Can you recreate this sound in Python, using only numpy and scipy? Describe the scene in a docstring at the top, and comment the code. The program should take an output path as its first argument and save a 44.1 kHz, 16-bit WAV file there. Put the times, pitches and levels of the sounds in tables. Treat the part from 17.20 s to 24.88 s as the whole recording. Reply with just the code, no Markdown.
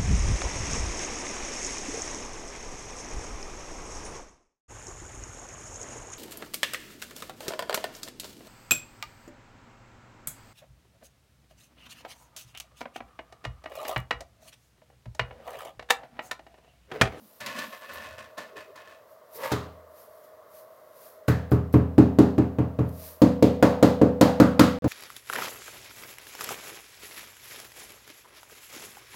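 """A tiler beds a ceramic floor tile in a small, bare, tiled bathroom, over hiss and a far drone that swells.
0.2-1.7 s: a tool scrapes the gritty joint (random slips of grit) and knocks; the tile judders, later groans.
2.2-2.5 s: something slides over the floor (slips again) and ends in a bump; work clothes rustle (filtered grains).
4.1-5.6 s and 6.0-7.6 s: two even runs of rubber-mallet taps, a soft push ringing tile and room resonances;
the room booms after each blow, and the sound drops out for an instant before the last."""
import sys
import numpy as np
from scipy import signal
from scipy.fft import rfft, irfft
from scipy.io import wavfile

SR = 44100
rng = np.random.default_rng(int(sys.argv[2]) if len(sys.argv) > 2 else 0)


def waveform_to_disk(signal):
    """Save audio, clipped to [-1, 1], as 16-bit WAV at the path in sys.argv[1]."""
    frames = np.transpose(np.atleast_2d(signal))
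    scaled = np.clip(frames, -1, 1) * 32767
    samples = np.round(scaled).astype(np.int16)
    wavfile.write(sys.argv[1], SR, samples)


N = 338688
TIME = np.arange(N) / SR

# Levels of events and strokes are before the trims (*_trim_db) of their sources.
# Steady hiss: (frequency [Hz], density [dB per Hz, relative])
AIR_SPECTRUM = [(40, -25), (80, 4.5), (200, -3.5), (600, 5), (2000, -11), (4000, -11), (9000, -17),
                (16000, -9.5)]
AIR_DB = -63.5
# Far drone, holding its last level: (time [s], level [dB])
DRONE_LEVELS = [(0, -67), (.4, -61), (1.2, -52), (1.9, -53.5), (2.7, -52), (3.6, -52), (4.1, -52)]
# Drone colour: (frequency [Hz], density [dB per Hz, relative])
DRONE_SPECTRUM = [(100, -22), (300, -19.5), (450, -9), (600, -9), (800, -18.5), (1100, -5.5), (1500, -17),
                  (2100, -19), (3000, -65)]
# Drone resonances: (frequency [Hz], width [Hz], gain [dB])
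DRONE_RESONANCES = [(627, 35, 19.6), (517, 90, 1.3)]

# Standing waves of the room: (frequency [Hz], level over direct sound [dB], t60 [s])
STANDING_WAVES = [(81, 21, 0.75), (104, 13, 0.45), (124, 18.5, 0.32), (162, 18, 0.52), (190, 19, 0.52),
                  (217, 10, 0.6), (242, 17.5, 0.4), (272, 17, 0.6), (287, 19, 0.19), (318, 23, 0.2),
                  (397, 9, 0.46), (422, 11, 0.3), (451, 2, 0.36), (495, 9, 0.95), (532, 1, 0.34),
                  (564, 9, 0.48), (634, 5, 0.46), (718, 16.5, 0.33), (917, 13.5, 0.45)]
# Diffuse reverberation: (frequency [Hz], level over direct sound [dB])
REVERB_LEVELS = [(100, -19), (450, -10), (750, 3), (1400, 5), (3000, 3), (7000, -1), (15000, -3)]
# Its decay: (frequency [Hz], t60 [s])
REVERB_T60 = [(500, 0.69), (1100, 0.42), (3000, 0.44), (7500, .35), (15000, 0.34)]
BUILD_UP_S, RECONTACT_DELAY_S = 0.0026, 0.0033

# Colour of cloth and fizz: (frequency [Hz], density [dB per Hz, relative])
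CLOTH_SPECTRUM = [(1500, -11), (3000, -14.5), (5000, -10), (8000, -14), (11000, -5.5), (13500, -1.5),
                  (16000, -8)]
# Movements of the clothes: (middle [s], half length [s], level [dB])
CLOTH_MOVES = [(0.12, 0.18, -59), (0.45, 0.17, -55), (0.784, 0.11, -60), (1.92, .04, -64),
               (2.163, 0.023, -43.5), (2.25, 0.063, -46), (2.803, 0.061, -56), (2.966, 0.18, -64),
               (3.376, 0.051, -54), (3.55, 0.19, -67.5), (3.848, 0.086, -52.5), (5.693, 0.0052, -52),
               (5.857, 0.079, -44)]
# Short high fizz: cloth flicks at 0.73 and 3.04 s, bright top of the first three mallet taps:
# (time [s], level [dB])
FIZZES = [(0.73, -47), (3.035, -61), (4.077, -41), (4.31, -48.5), (4.525, -47.5)]
FIZZ_RISE_S, FIZZ_HOLD_S, FIZZ_FADE_DB_PER_S = 0.0031, 0.015, 400

# Gliding groans of rubbing: (time [s], length [s], first pitch [Hz], last pitch [Hz], level [dB])
RUB_GROANS = [(1.282, 0.14, 463, 404, -51), (1.448, 0.097, 357, 477, -52.5), (2.13, .18, 403.4, 577, -42)]
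# Tool strokes along the joint: (time [s], length [s], scrape [dB], tile judder [dB], tile rocking [dB])
TOOL_STROKES = [(0.198, 0.069, -40, -58, -69), (0.254, 0.045, -36, -48, -67), (0.338, .05, -39, -45.5, -70),
                (0.366, 0.075, -37.5, -49.5, -67), (0.514, 0.025, -40, -72, -80),
                (0.6, 0.055, -46.5, -70, -77), (0.677, .06, -42, -60, -66), (0.743, 0.12, -41, -57, -58),
                (0.863, 0.077, -47.5, -75, -55), (0.97, 0.033, -41, -59, -54),
                (1.169, 0.015, -37.5, -55, -63), (1.354, 0.026, -41.5, -64, -74),
                (1.548, 0.057, -49.5, -77, -78), (1.638, .085, -50.5, -74, -72)]
BITE_S, EASE_DB_PER_S, SCRAPE_FADE_DB_PER_S, TILE_FADE_DB_PER_S = 0.016, 2, 175, 162
# Tile still settling at the outset: (time [s], length [s], level [dB])
TILE_SETTLING = (0.0, .02, -54)
# Scrape colour: (frequency [Hz], density [dB per Hz, relative])
GRIT_SPECTRUM = [(180, -41), (300, -21), (565, 11.5), (856, -6), (1060, 4), (1300, 0), (1810, -4.5),
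                 (2790, -1.5), (15200, -22.5), (16000, -35)]
# Faint singing of the rubbed tile: (frequency [Hz], width [Hz], gain [dB])
RUB_RESONANCES = [(1068, 49, 7), (1483, 17, 14.5), (1760, 50, 18), (1880, 51, -2.5), (2557, 15, 9)]
# Two pushes of something over the floor: (middle [s], half length [s], level [dB])
FLOOR_PUSHES = [(2.252, 0.037, -31), (2.324, 0.022, -32.5)]
# Slide colour: (frequency [Hz], density [dB per Hz, relative])
SLIDE_SPECTRUM = [(71, -52), (120, -26), (231, -20.5), (340, -31), (529, 5), (667, -13.5), (1060, -3.5),
                  (1310, -12), (1780, -11), (2380, -16.5), (12000, -33), (15600, -66), (22000, -120)]

# Tile on its adhesive bed, thud then flex: (frequency [Hz], width [Hz])
TILE_RESONANCES = [(113, 63), (246, 121)]
KNOCK_WIDTH_HZ = 60
# Clack colour: (frequency [Hz], density [dB per Hz, relative])
CLACK_SPECTRUM = [(300, -25), (600, 10.5), (900, 7), (1300, 3), (1800, -2.5), (2600, -3), (4000, -14.5),
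                  (8000, -50), (16000, -52.5)]
# Grit tick colour: (frequency [Hz], density [dB per Hz, relative])
TICK_SPECTRUM = [(800, -34), (2000, 5), (3200, 2.5), (4600, 1.5), (5700, -3.5), (6800, -2.5), (9000, -9.5),
                 (12000, -8), (16000, -13)]
# Hand and tool on the tile, and the bump: (time [s], thud [dB], flex [dB], knock [dB], knock pitch [Hz],
# clack [dB], clack pitch [Hz], grit tick [dB])
TOOL_KNOCKS = [(0.204, -51, -69, -56, 526, -46, 1730, -42.5),
               (0.261, -52, -60, -47.5, 535, -39.5, 1800, -35.5),
               (0.386, -61, -61, -47.5, 554, -46, 1500, -37.5),
               (1.178, -61, -52, -37.5, 585, -39.5, 1100, -44.5),
               (1.367, -57, -71, -47, 450, -50, 1090, -55), (1.557, -67, -76, -53, 567, -47, 1090, -52.5),
               (2.318, -21.5, -26.5, -22, 414, -26, 1180, -32.5),
               (2.453, -50, -56, -44, 437, -50, 990, -70)]
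# Mallet taps, pitches following the struck spot: (time [s], thud [dB], flex [dB], knock [dB],
# knock pitch [Hz], clack [dB], clack pitch [Hz], grit tick [dB])
MALLET_TAPS = [(4.082, -14, -27.5, -22, 445, -26, 1690, -37), (4.317, -13, -23, -19, 405, -31.5, 1140, -48),
               (4.54, -11, -14.5, -17.5, 420, -29.5, 1040, -47),
               (4.781, -13.5, -7.5, -13, 379, -25, 750, -41.5),
               (4.987, -19.5, -9, -11.5, 389, -25.5, 800, -37.5),
               (5.181, -18.5, -16.5, -17, 366, -30.5, 700, -48),
               (5.386, -17.5, -22, -24, 452, -35, 950, -55), (5.589, -17, -26, -24, 445, -35.5, 990, -55),
               (6.018, -27, -8, -14.5, 494, -28, 1050, -35.5),
               (6.225, -23.5, -12, -10.5, 474, -34, 750, -34.5),
               (6.426, -29, -13, -11, 497, -16.5, 680, -30.5), (6.627, -26, -11, -10, 490, -21, 765, -29.5),
               (6.815, -25.5, -11.5, -11, 472, -27.5, 774, -43.5),
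               (7.011, -38, -10.5, -12, 503, -19, 720, -26.5), (7.2, -25, -8, -12, 495, -20.5, 1230, -31.5),
               (7.394, -25.5, -8.5, -14.5, 489, -18, 1220, -23),
               (7.643, -22, -19.5, -22.5, 486, -33.5, 744, -46.5)]

# Instant of silence: (from [s], to [s])
SILENCE = (7.587, 7.622)
CUTOFF_HZ = 15900


def from_db(db):
    """Decibels to gain."""
    return 10 ** (np.asarray(db) / 20)


def rms_one(x):
    """Scale to unit rms."""
    return x / np.sqrt(np.mean(x ** 2) + 1e-20)


def at_hz(points, hz):
    """Read a table on a log-frequency axis."""
    f, value = np.transpose(points)
    return np.interp(np.log(np.maximum(hz, 1)), np.log(f), value)


def through(x, response):
    """Convolve, keeping the length."""
    return signal.fftconvolve(x, response)[:len(x)]


def colour(x, spectrum):
    """Causal minimum-phase filter, its phase found by folding the cepstrum."""
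    size = 4096
    gain = from_db(at_hz(spectrum, np.fft.rfftfreq(size, 1 / SR)))
    cepstrum = irfft(np.log(gain))
    cepstrum[1:size // 2] *= 2
    cepstrum[size // 2 + 1:] = 0
    return through(x, irfft(np.exp(rfft(cepstrum))))


def resonate(x, hz, width_hz):
    """Two-pole resonance with gain 1 on top."""
    r = np.exp(-np.pi * width_hz / SR)
    zeros = np.array([1, 0, -1]) * (1 - r * r) / 2
    poles = [1, -2 * r * np.cos(2 * np.pi * hz / SR), r * r]
    return signal.lfilter(zeros, poles, x + 1e-18)


def with_modes(x, modes):
    """The sound plus the resonances that it excites."""
    return x + sum(from_db(db) * resonate(x, hz, width_hz) for hz, width_hz, db in modes)


def lowpass(x, hz):
    """Second-order low-pass."""
    return signal.sosfilt(signal.butter(2, hz, fs=SR, output="sos"), x)


def add(out, s, sound):
    """Mix a sound in at time s."""
    start = max(round(s * SR), 0)
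    out[start:start + len(sound)] += sound[:max(N - start, 0)]


def gesture(s, length_s, attack_s, fade_db_per_s):
    """Gain over time: a quick attack, a hold that eases off, then a release."""
    age_s = np.maximum(TIME - s, 0)
    fall_db = EASE_DB_PER_S * age_s + fade_db_per_s * np.maximum(age_s - length_s, 0)
    return np.minimum(age_s / attack_s, 1) * from_db(-np.minimum(fall_db, 200))


def swell(middle_s, half_s):
    """Gain over time of a smooth movement: a bell with long skirts."""
    return 1 / (1 + .5 * ((TIME - middle_s) / half_s) ** 2) ** 2


def together(gains):
    """Unrelated sounds add in power."""
    return np.sqrt(sum(gain ** 2 for gain in gains))


def grains(per_s, spread_db):
    """Random tiny slips of uneven size, rms 1."""
    size_db = spread_db * np.minimum(rng.exponential(1, N), 4)
    sizes = from_db(size_db) * rng.choice([-1, 1], N)
    return rms_one(sizes * (rng.random(N) < per_s / SR))


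def reverberation():
    """Countless wall reflections; drawn once for the room and anew for the crushed grit of each blow."""
    t, out = TIME[:SR], np.zeros(SR)
    edges_hz = np.geomspace(100, 18000, 22)
    white = rng.standard_normal((2, SR))
    for k, (low_hz, high_hz) in enumerate(zip(edges_hz, edges_hz[1:])):
        hz = np.sqrt(low_hz * high_hz)
        decay_per_s = np.log(1000) / at_hz(REVERB_T60, hz)  # the treble dies sooner than the bass
        band_filter = signal.butter(2, [low_hz, high_hz], "band", fs=SR, output="sos")
        band = signal.sosfilt(band_filter, white[k % 2])  # neighbouring bands stay independent
        level = from_db(at_hz(REVERB_LEVELS, hz)) * np.sqrt(2 * decay_per_s / SR)
        out += level * band * np.exp(-decay_per_s * t)
    return out * (1 - np.exp(-t / BUILD_UP_S))


def bathroom():
    """One second of room response: direct sound, standing waves and reverberation."""
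    t, response = TIME[:SR], reverberation()
    response[0] += 1
    for k, (hz, db, t60_s) in enumerate(STANDING_WAVES):
        decay_per_s = np.log(1000) / t60_s
        level = (-1) ** k * from_db(db) * 2 * decay_per_s / SR  # signs alternate
        response += level * np.exp(-decay_per_s * t) * np.cos(2 * np.pi * hz * t)
    return response


def background():
    """A far drone of resonant noise, muffled by the building, over faint hiss."""
    drone = with_modes(colour(rng.standard_normal(N), DRONE_SPECTRUM), DRONE_RESONANCES)
    drone = lowpass(drone, 3000)
    drone_gain = from_db(np.interp(TIME, *np.transpose(DRONE_LEVELS)))
    hiss = rms_one(colour(rng.standard_normal(N), AIR_SPECTRUM))
    return drone_gain * rms_one(drone) + from_db(AIR_DB) * hiss


def clothes_and_fizz():
    """Dense grains hiss finely: synthetic cloth sliding over itself, and the bright top of three taps."""
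    hiss = rms_one(colour(grains(per_s=12000, spread_db=3.0), CLOTH_SPECTRUM))
    rustles = [from_db(db) * swell(s, half_s) for s, half_s, db in CLOTH_MOVES]
    fizzes = [from_db(db) * gesture(s, FIZZ_HOLD_S, FIZZ_RISE_S, FIZZ_FADE_DB_PER_S)
              for s, db in FIZZES]
    return together(rustles + fizzes) * hiss


def groans(width_hz=35):
    """Uneven stick and slip whose rate follows the speed of the rubbing: a gliding, wobbling tone."""
    out = np.zeros(N)
    for s, length_s, first_hz, last_hz, db in RUB_GROANS:
        count = int(length_s * SR)
        phase = 2 * np.pi * np.cumsum(np.linspace(first_hz, last_hz, count)) / SR
        wobble = lowpass(rng.standard_normal((2, N)), width_hz)[:, -count:]
        tone = rms_one(wobble[0] * np.cos(phase) + wobble[1] * np.sin(phase))
        add(out, s, from_db(db) * np.hanning(count) * tone)
    return out


def creep(jerks, hz, width_hz):
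    """Jerks through two tile resonances in a row, rms 1."""
    return rms_one(resonate(resonate(jerks, hz, width_hz), hz, 2 * width_hz))


def pressing(trim_db=-0.5):
    """Under each stroke the tile creeps on the adhesive in small jerks, with a low grumble."""
    jerks = grains(per_s=490, spread_db=1.0)
    judder = creep(jerks, hz=222, width_hz=55)
    rock = creep(jerks, hz=82, width_hz=30)
    judder_gains, rock_gains = [], []
    for s, length_s, _, judder_db, rock_db in TOOL_STROKES:
        stroke = gesture(s, length_s, BITE_S, TILE_FADE_DB_PER_S)
        judder_gains.append(from_db(judder_db) * stroke)
        rock_gains.append(from_db(rock_db) * stroke)
    s, length_s, db = TILE_SETTLING
    settling = from_db(db) * gesture(s, length_s, BITE_S, TILE_FADE_DB_PER_S)
    return from_db(trim_db) * ((together(judder_gains) + settling) * judder + together(rock_gains) * rock)


def scraping(room, dry_share=0.1, scrape_trim_db=-0.5):
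    """Sand grains slip under the tool, and under the floor slide; the hard walls smear each of them."""
    slips = grains(per_s=350, spread_db=1.5)
    slips = rms_one(through(slips, room)) + dry_share * slips
    effort = together(from_db(db) * gesture(s, length_s, BITE_S, SCRAPE_FADE_DB_PER_S)
                      for s, length_s, db, _, _ in TOOL_STROKES)
    grit = rms_one(with_modes(colour(slips, GRIT_SPECTRUM), RUB_RESONANCES))
    pushes = together(from_db(db) * swell(s, half_s) for s, half_s, db in FLOOR_PUSHES)
    slide = rms_one(colour(slips, SLIDE_SPECTRUM))
    return from_db(scrape_trim_db) * effort * grit + pushes * slide


def loud_as(db, sound):
    """Set the rms level of the first 50 ms of a blow."""
    return from_db(db) * sound / np.sqrt(np.mean(sound[:SR // 20] ** 2))


def crunch(length_s, recontact_share=0.54):
    """A burst of crushed grit that swells with the push, a second burst as tile and grit touch again, and its
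    reverberation."""
    age = TIME[:SR] / length_s
    recontact_age = np.maximum(age - RECONTACT_DELAY_S / length_s, 0)
    power = age * np.exp(-age) + recontact_share * recontact_age * np.exp(-recontact_age)
    return rng.standard_normal(SR) * np.sqrt(power / power.sum()) + reverberation()


def blows(table, room, contact_s, crush_s, body_trim_db, clack_trim_db, tick_trim_db):
    """A soft push bends the tile on its bed; its edge clacks and grit is crushed under it."""
    t, out = TIME[:SR], np.zeros(N)
    push = through(t / contact_s * np.exp(-t / contact_s), room)
    thud, flex = [resonate(push, hz, width_hz) for hz, width_hz in TILE_RESONANCES]
    for s, thud_db, flex_db, knock_db, knock_hz, clack_db, clack_hz, tick_db in table:
        knock = resonate(push, knock_hz, KNOCK_WIDTH_HZ)
        body = loud_as(thud_db, thud) + loud_as(flex_db, flex) + loud_as(knock_db, knock)
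        # the room answers alike on every blow, the grit is new each time
        grit = crunch(crush_s)
        clack = colour(0.53 * room + grit, CLACK_SPECTRUM)
        clack = with_modes(clack, [(clack_hz, 300, 3.0)])  # edge: Hz, width Hz, dB
        tick = colour(grit, TICK_SPECTRUM)
        sound = from_db(body_trim_db) * body
        sound += loud_as(clack_db + clack_trim_db, clack)
        sound += loud_as(tick_db + tick_trim_db, tick)
        add(out, s, sound)
    return out


def scene():
    """All sources together, from the background to the mallet."""
    room = bathroom()
    friction = clothes_and_fizz() + groans() + pressing() + scraping(room)
    knocks = blows(TOOL_KNOCKS, room, contact_s=0.00013, crush_s=0.0021,
                   body_trim_db=-6.5, clack_trim_db=-6.5, tick_trim_db=-4.0)
    mallet = blows(MALLET_TAPS, room, contact_s=0.0003, crush_s=0.0011,
                   body_trim_db=-3.0, clack_trim_db=-2.5, tick_trim_db=-1.0)
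    return (background() + friction + knocks + mallet)[None]


def record(dry):
    """Deep bass is lost, the loudest peaks are rounded, the sound drops out for an instant and the top is cut."""
    x = signal.sosfilt(signal.butter(2, 62, "high", fs=SR, output="sos"), dry)
    x = x / (1 + x ** 6) ** (1 / 6)
    x = x * ((TIME < SILENCE[0]) | (TIME > SILENCE[1]))
    return signal.sosfilt(signal.ellip(10, .1, 80, CUTOFF_HZ, fs=SR, output="sos"), x)


dry = scene()
out = record(dry)
waveform_to_disk(out)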